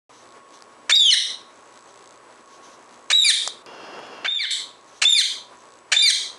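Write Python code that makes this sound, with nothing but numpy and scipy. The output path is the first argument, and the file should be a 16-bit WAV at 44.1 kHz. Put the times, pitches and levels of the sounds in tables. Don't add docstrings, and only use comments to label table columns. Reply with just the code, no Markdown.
import sys
import numpy as np
from scipy import signal
from scipy.fft import rfft, irfft, next_fast_len
from scipy.io import wavfile
from scipy.ndimage import uniform_filter1d, map_coordinates

SR = 44100
rng = np.random.default_rng(int(sys.argv[2]) if len(sys.argv) > 2 else 0)


def digitize_waveform(pressure):
    field = np.atleast_2d(pressure).T
    bounded = np.clip(field, -1, 1)
    quanta = np.round(bounded * 32767).astype(np.int16)
    wavfile.write(sys.argv[1], SR, quanta)


def voltage_ratio(decibels):
    exponent = np.asarray(decibels, float) / 20
    return 10 ** exponent


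N = 281358
TIME = np.arange(N) / SR

# centre_hz, density_db (per Hz)
HUSH_SPECTRUM = [(24, -66), (40, -27), (175, -15.5), (337, -4), (619, -3.5), (747, -7), (1090, -3),
                 (1510, -9.5), (3420, -20), (4130, -21), (6590, -22.5), (7770, -25), (10800, -28),
                 (14000, -73.5), (22000, -120)]
# pitch_hz, unsteadiness_hz, level_db
HUM_LINES = [(60, 8, -86.5), (121, 13, -77), (244, 5, -72), (395, 20, -71), (985, 110, -63),
             (1100, 14, -58), (7920, 250, -69.5)]
HUSH_DB = -50

# start_s, length_s, low_tick_db, high_tick_db
FOCUS_HUNTS = [
    (.23, 0.1, -62, -64),
    (.33, 0.058, -78, -64),
    (.48, 0.17, -64, -63),
    (1.5, 0.16, -69, -64),
    (1.65, 0.27, -64.5, -60),
    (1.93, 0.25, -64.5, -60),
    (2.3, 0.29, -69, -64.5),
    (2.73, 0.63, -65, -63),
    (4.8, 0.28, -66, -65),
    (5.55, 0.25, -64, -61.5),
]
# start_s, length_s, level_db
PERCH_RUSTLES = [
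    (.1, .15, -57),
    (.53, .07, -59.5),
    (.68, .05, -64),
    (1.87, .05, -58),
    (2.48, .1, -58.5),
    (2.63, 0.13, -55),
    (2.92, .04, -58),
    (4.88, .13, -58),
    (5.58, .05, -60.5),
]
# centre_hz, level_db
RUSTLE_SPECTRUM = [(1500, -35), (3000, -5), (4000, -2.5), (5000, -7), (6200, 2), (7500, -15), (10500, -17)]
FRAME_HZ = 59.94
SPELL_RAMP_S = 0.025

# start_s, snap_db, knock_over_snap_db, snap_tilt_db
BODY_CLICKS = [
    (.6232, -27.5, 0, -10),
    (3.4762, 2.5, -13.5, 4.5),
    (3.4778, -2, -17.5, 1),
    (3.662, -25.5, -5, -7),
    (3.9915, -44, 19, 0),
    (4.001, -48, 18, 0),
    (4.068, -46, 18, 0),
    (4.18, -50, 18, 0),
    (4.434, -42, 8.5, 0),
    (5.42, -54.5, 19, -14),
]

# rasp_start_s, whistle_start_s, falling_note_start_s, end_s
CALL_TIMES = [
    (.8935, .919, 1.110, 1.152),
    (3.0995, 3.128, 3.242, 3.318),
    (4.2445, 4.277, 4.390, 4.459),
    (5.0155, 5.05, 5.145, 5.221),
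    (5.916, 5.962, 6.021, 6.114),
]
# rasp_db, whistle_db, whistle_fade_db, falling_note_db
CALL_EFFORT = [(0.5, 2.5, 4.5, 13.5), (-4, 1, 7, 11.5), (-2, 4, 6, 12), (-2.5, 1.5, 6.5, 8),
               (-2.5, -0.5, 9, 9.5)]
# after_onset_s, pulse_rate_hz, level_db
RASP_CLIMB = [(0, 560, -27), (.003, 620, -16), (.01, 900, -11), (.0155, 1600, -8), (.0215, 2250, -7)]
RASP_HOLD_HZ, RASP_HOLD_DB, RASP_MAX_S = 2420, -15, .036
# centre_hz, width_hz, level_db
THROAT_PEAKS = [(650, 500, -13), (2350, 550, 0), (4300, 900, -6), (6300, 1300, -8), (8300, 1200, -14)]
# start_hz, rise_s, crest_hz, end_hz
WHISTLE_ARCH = [(3420, .034, 3830, 2900), (3700, .026, 3895, 3560), (3530, .062, 3700, 3380),
                (3440, .054, 3655, 3470), (3560, .03, 3620, 3600)]
RISE_BEND, SAG_BEND = 1.6, 1.3
SWELL_S, SWELL_DB = 0.0085, 10
OVERTONE_DB, OVERTONE_GROWS_DB = -26, 14.5
# start_s, length_s, start_hz, end_hz, level_db
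SIDE_TONES = [
    (.952, .018, 4950, 4600, -5),
    (.953, .02, 5710, 5360, -16),
    (1.102, .014, 5400, 5100, -9),
    (5.949, .01, 3600, 3500, -13),
    (5.98, .041, 3820, 4030, -9),
]
SIDE_FADES_DB_PER_S, SIDE_OVERTONE_DB = 200, -28
# second_partial_at_jump_hz, bend_lateness (exponent)
FALL_SHAPE = [(4390, 2.1), (4900, 2.2), (4770, 1.45), (4980, 1.8), (4790, 2.7)]
FUNDAMENTAL_WEIGHT = [6, 2.5, 5, 3, 3]
# pitch_hz, level_db
BEAK_RESPONSE = [(1450, -43.5), (1900, -28.5), (2200, -25.5), (2450, -25), (2900, -25), (3700, -11.5),
                 (4400, -17), (4900, -21)]
# pitch_hz, level_db
UPPER_PARTIALS = [(4000, -16), (6000, -8.5), (7500, -13.5), (9000, -9), (9800, -11), (11000, -15.5)]
FALL_END_HZ = 2920
FALL_SWELL_S, FALL_SWELL_DB = .01, 4

# centre_hz, t60_s
ROOM_DECAY = [(500, 0.25), (2000, 0.29), (4000, 0.36), (7000, 0.34), (11000, 0.3)]
# delay_s, level_db
EARLY_ECHOES = [(.0007, -9), (.0017, -10), (.004, -13), (.009, -14), (.016, -15), (.024, -17), (.033, -17),
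                (.042, -13)]

# centre_hz, density_db (per Hz)
RUMBLE_SPECTRUM = [(47, -54), (80, -36), (118, -15), (151, -15.5), (320, -5), (581, -2.5), (1580, -8.5),
                   (2200, -18.5), (2860, -51), (4840, -120)]
# pitch_hz, unsteadiness_hz, level_db
GEAR_TONES = [(2340, 60, -9), (2750, 50, 0), (3280, 40, -4.5), (4340, 70, -10), (4730, 80, -14),
              (5090, 150, -7), (5800, 120, -15), (6640, 70, -15)]
# centre_hz, density_db (per Hz)
GEAR_HISS_SPECTRUM = [(1060, -36), (1800, -22), (2780, 1), (3840, -12), (5100, -8), (10800, -33),
                      (14000, -59), (22000, -120)]
# centre_hz, level_db
ZOOM_MUFFLE = [(800, -1.5), (2000, -4.5), (3600, -8.5), (5000, -14.5), (7000, -23), (10000, -26.5)]
ZOOM_START_S, ZOOM_END_S = 3.665, 4.5
STRAIN_S, STRAIN_WIDTH_S, STRAIN_DB = 4, 0.23, 4.5
RUMBLE_DB, GEAR_DB = -44.5, -47
MUFFLE_START_S, MUFFLE_END_S = 3.625, 4.507
SOUND_START_S = .094


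def unit(x):
    return x / np.sqrt(np.mean(x ** 2) + 1e-20)


def along(points, hz):
    f, v = np.transpose(points)
    return np.interp(np.log(hz + 1), np.log(f + 1), v)


def wobble(rate, size=N):
    knots = rng.standard_normal(int(size * rate / SR) + 4)
    return map_coordinates(knots, [np.arange(size) * rate / SR])


def filtered(x, response):
    m = next_fast_len(N + SR // 2)
    return irfft(rfft(x, m) * response(np.fft.rfftfreq(m, 1 / SR)), m)[:N]


def noise(spectrum):
    return unit(filtered(rng.standard_normal(N), lambda hz: voltage_ratio(along(spectrum, hz))))


def peaks(table):
    def response(f):
        total = 0
        for k, (centre, width, db) in enumerate(table):
            damping = 1j * f * width
            total = total + (-1) ** k * voltage_ratio(db) * damping / (centre * centre - f * f + damping)
        return total
    return response


def spells(rows):
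    total = 0
    for start, length, *db in rows:
        inside = np.minimum(TIME - start, start + length - TIME)
        total = total + voltage_ratio(np.array(db))[:, None] * np.clip(inside / SPELL_RAMP_S + .5, 0, 1)
    return total


def hush():
    lines = 0
    for hz, width, db in HUM_LINES:
        phase = 2 * np.pi * hz * TIME + 0.54 * wobble(width)
        lines = lines + voltage_ratio(db + 2.7 * wobble(5.7)) * np.sin(phase)
    breathing_db = HUSH_DB + 0.9 * wobble(2.66) + 1.3 * wobble(22)
    return voltage_ratio(breathing_db) * noise(HUSH_SPECTRUM) + np.sqrt(2) * lines


def rustle():
    (gain,) = spells(PERCH_RUSTLES)
    return gain * voltage_ratio(3.4 * wobble(29.29)) * noise(RUSTLE_SPECTRUM)


def focus():
    low_gain, high_gain = spells(FOCUS_HUNTS)
    beat = FRAME_HZ * (TIME - np.where(TIME < 5.42, .0064, -.0005))
    ticks = np.diff(np.floor(beat), prepend=0) * voltage_ratio(2.6 * wobble(60))
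    low = unit(filtered(ticks, peaks([(4150, 2040, -1.07), (3420, 690, 0.57)])))
    high = unit(filtered(ticks, peaks([(7730, 290, -2.0), (6420, 210, 1)])))
    low_gain = low_gain * voltage_ratio(4 * wobble(12))
    return low_gain * low + high_gain * high


def clicks():
    low, mid, high = np.zeros((3, N))
    for start, db, knock_db, tilt_db in BODY_CLICKS:
        i = round(start * SR)
        low[i] = voltage_ratio(db + knock_db + 22.5)
        mid[i] = voltage_ratio(db - tilt_db + 10.5)
        high[i] = voltage_ratio(db + tilt_db + 3.0)
    knock = filtered(low, peaks([(910, 490, 0)]))
    snap = filtered(mid, peaks([(4720, 630, 0)]))
    snap -= filtered(high, peaks([(7160, 1300, 0.0), (10000, 2500, -12.5)]))
    return knock + snap


def note(rows, jitter):
    s, *columns = np.transpose(rows)
    span = slice(round(s[0] * SR), round(s[-1] * SR))
    t = TIME[span]
    hz, *rest = [np.interp(t, s, column) for column in columns]
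    unsteady_hz = hz * (1 + jitter * wobble(396.4, size=len(t)))
    phase = 2 * np.pi * np.cumsum(unsteady_hz) / SR
    edge = np.clip(np.minimum(t - s[0], s[-1] - t) / .0025, 0, 1)
    return span, hz, phase, edge, rest


def partial(k, hz, phase, lag=0):
    return np.sqrt(2) * np.cos(k * phase + lag) * (k * hz < SR / 3)


def throat_breath():
    throat = peaks(THROAT_PEAKS)
    return unit(filtered(rng.standard_normal(N), lambda hz: throat(hz) * hz ** 4 / (hz ** 4 + 1100 ** 4)))


def rasp_rows(start, end, effort_db):
    end = max(min(end, start + RASP_MAX_S), start + .025)
    climb = [(start + s, hz, db + effort_db) for s, hz, db in RASP_CLIMB]
    return climb + [(end, RASP_HOLD_HZ, RASP_HOLD_DB + effort_db)]


def rasps(breath):
    out, throat = np.zeros(N), peaks(THROAT_PEAKS)
    for times, effort in zip(CALL_TIMES, CALL_EFFORT):
        span, hz, phase, edge, (db,) = note(rasp_rows(*times[:2], effort[0]), jitter=.07)
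        gains = [throat(k * hz) for k in range(1, 21)]
        pulses = sum(abs(g) * partial(k + 1, hz, phase, np.angle(g)) for k, g in enumerate(gains))
        pulses /= -np.sqrt(sum(abs(g) ** 2 for g in gains))
        puffs = breath[span] * (1 + np.cos(phase))
        level = voltage_ratio(db + 3 * wobble(250, size=len(hz)))
        out[span] += level * edge * (pulses + .3 * puffs)
    return out


def whistle_rows(start, end, level_db, fade_db, start_hz, rise, crest_hz, end_hz):
    t = np.linspace(0, end - start, num=40)
    up = np.clip(1 - t / rise, 0, 1)
    down = np.clip((t - rise) / (t[-1] - rise), 0, 1)
    hz = crest_hz - (crest_hz - start_hz) * up ** RISE_BEND - (crest_hz - end_hz) * down ** SAG_BEND
    db = level_db - SWELL_DB * np.clip(1 - t / SWELL_S, 0, 1) - fade_db * t / t[-1]
    return np.transpose([start + t, hz, db, OVERTONE_DB + OVERTONE_GROWS_DB * t / t[-1]])


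def side_tone_rows(start, length, start_hz, end_hz, db):
    end_db = db - SIDE_FADES_DB_PER_S * length
    return [(start, start_hz, db, SIDE_OVERTONE_DB), (start + length, end_hz, end_db, SIDE_OVERTONE_DB)]


def whistles(breath):
    out = np.zeros(N)
    rows_list = []
    for times, effort, arch in zip(CALL_TIMES, CALL_EFFORT, WHISTLE_ARCH):
        rows_list.append(whistle_rows(*times[1:3], *effort[1:3], *arch))
    for tone in SIDE_TONES:
        rows_list.append(side_tone_rows(*tone))
    for rows in rows_list:
        span, hz, phase, edge, (db, over_db) = note(rows, jitter=0.0022)
        third = .4 * partial(3, hz, phase) * voltage_ratio(4 * wobble(50, size=len(hz)))
        overtones = partial(2, hz, phase) + third + .25 * breath[span]
        flutter_db = 1.6 * wobble(150, size=len(hz))
        out[span] += voltage_ratio(db + flutter_db) * edge * (partial(1, hz, phase) + voltage_ratio(over_db) * overtones)
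    return out


def fall_rows(start, end, top_hz, bend):
    u = np.linspace(0, 1, num=30)
    return np.transpose([start + u * (end - start), top_hz - (top_hz - FALL_END_HZ) * u ** bend])


def falling_notes(breath):
    out = np.zeros(N)
    for times, effort, shape, low_db in zip(CALL_TIMES, CALL_EFFORT, FALL_SHAPE, FUNDAMENTAL_WEIGHT):
        span, hz, phase, edge, _ = note(fall_rows(*times[2:], *shape), jitter=0.01034)
        hz, phase = hz / 2, phase / 2
        size = len(hz)
        since_s = np.arange(size) / SR
        stack = partial(2, hz, phase) + 0.14 * breath[span]
        for k in range(3, 8):
            upper_db = along(UPPER_PARTIALS, k * hz) - 3 * (k - 3) + 4.5 * wobble(70, size=size)
            stack += voltage_ratio(upper_db) * partial(k, hz, phase)
        skip = 1 + .4 * np.exp(-since_s / 0.005) * np.cos(phase / 2)
        swell_db = -FALL_SWELL_DB * np.exp(-since_s / FALL_SWELL_S) + 1.8 * wobble(129.3, size=size)
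        low = voltage_ratio(low_db + along(BEAK_RESPONSE, hz)) * partial(0.99, hz, phase)
        high = voltage_ratio(along(BEAK_RESPONSE, 2 * hz)) * skip * stack
        out[span] += voltage_ratio(effort[-1] + swell_db) * edge * (high + low)
    return out


def parakeet():
    breath = throat_breath()
    voice = rasps(breath) + whistles(breath) + falling_notes(breath)
    return filtered(voice, lambda hz: hz ** 6 / (hz ** 6 + 430 ** 6))


def room(x, wet_db):
    hz, t, z = signal.stft(rng.standard_normal(SR), SR, nperseg=256)
    decay = voltage_ratio(-60 * t / along(ROOM_DECAY, hz)[:, None])
    build_up = 1 - np.exp(-(t / 0.035) ** 2)
    tail = signal.istft(z * decay * build_up, SR, nperseg=256)[1]
    tail *= voltage_ratio(1.5 * wobble(160, size=len(tail)))
    response = voltage_ratio(wet_db) * tail / np.linalg.norm(tail)
    for delay, db in [(0, 0.013)] + EARLY_ECHOES:
        response[round(delay * SR)] += voltage_ratio(db)
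    return signal.fftconvolve(x, response)[:N]


def zoom():
    strain_db = STRAIN_DB * np.exp(-((TIME - STRAIN_S) / STRAIN_WIDTH_S) ** 2)
    rumble = unit(voltage_ratio(0.83 * wobble(51)) * noise(RUMBLE_SPECTRUM))
    turning = np.cumsum(1 + .011 * wobble(14)) / SR
    tones = 0
    for hz, width, db in GEAR_TONES:
        phase = 2 * np.pi * hz * turning + .5 * wobble(width / 2)
        tones = tones + voltage_ratio(db + 2 * wobble(15)) * np.sin(phase)
    gears = unit(unit(tones) + .95 * noise(GEAR_HISS_SPECTRUM))
    slowing = np.clip((ZOOM_END_S - TIME) / 0.21, 0, 1) * (TIME > ZOOM_START_S)
    return slowing * (voltage_ratio(RUMBLE_DB + strain_db) * rumble + voltage_ratio(GEAR_DB + 1.3 * wobble(23)) * gears)


def excess_db(x, over_db, window):
    step = 1 / (window * SR)
    power = signal.lfilter([step], [1, step - 1], x ** 2)
    return np.maximum(10 * np.log10(power + 1e-12) - over_db, 0)


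def gain_control(x):
    cut_db = 0.62 * excess_db(x, over_db=-22, window=0.0093)
    ramp = 90 * TIME
    return uniform_filter1d(voltage_ratio(ramp - np.maximum.accumulate(cut_db + ramp)), size=160)


def overload(x):
    held = x * voltage_ratio(-.7 * excess_db(x, over_db=-14, window=.003))
    rounded = held / (1 + np.abs(held / .72) ** 5) ** (1 / 5)
    thump = voltage_ratio(-2) * filtered(rounded - held, lambda hz: 1 / (1 + (hz / 120) ** 2))
    x = x + thump + filtered(rounded - x, lambda hz: hz ** 4 / (hz ** 4 + 350 ** 4))
    return x + 0.018 * filtered(x ** 2, lambda hz: hz ** 2 / (hz ** 2 + 180 ** 2) * (hz < 1500))


def scene():
    return (room(parakeet(), wet_db=-9.5) + hush() + focus() + rustle())[None]


def low_pass(x):
    return signal.sosfilt(signal.butter(12, 10930, fs=SR, output="sos"), x)


def record(dry):
    gain = gain_control(dry[0])
    x = overload(dry[0] * gain)
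    muffled = (TIME > MUFFLE_START_S) & (TIME < MUFFLE_END_S)
    x = np.where(muffled, filtered(x, lambda hz: voltage_ratio(along(ZOOM_MUFFLE, hz))), x)
    circuit = voltage_ratio(-62) * muffled * rng.standard_normal(N)
    x = x + gain * zoom() + np.sqrt(gain) * circuit + clicks()
    x = x * (TIME > SOUND_START_S)
    return low_pass(x[None])


dry = scene()
out = record(dry)
digitize_waveform(out)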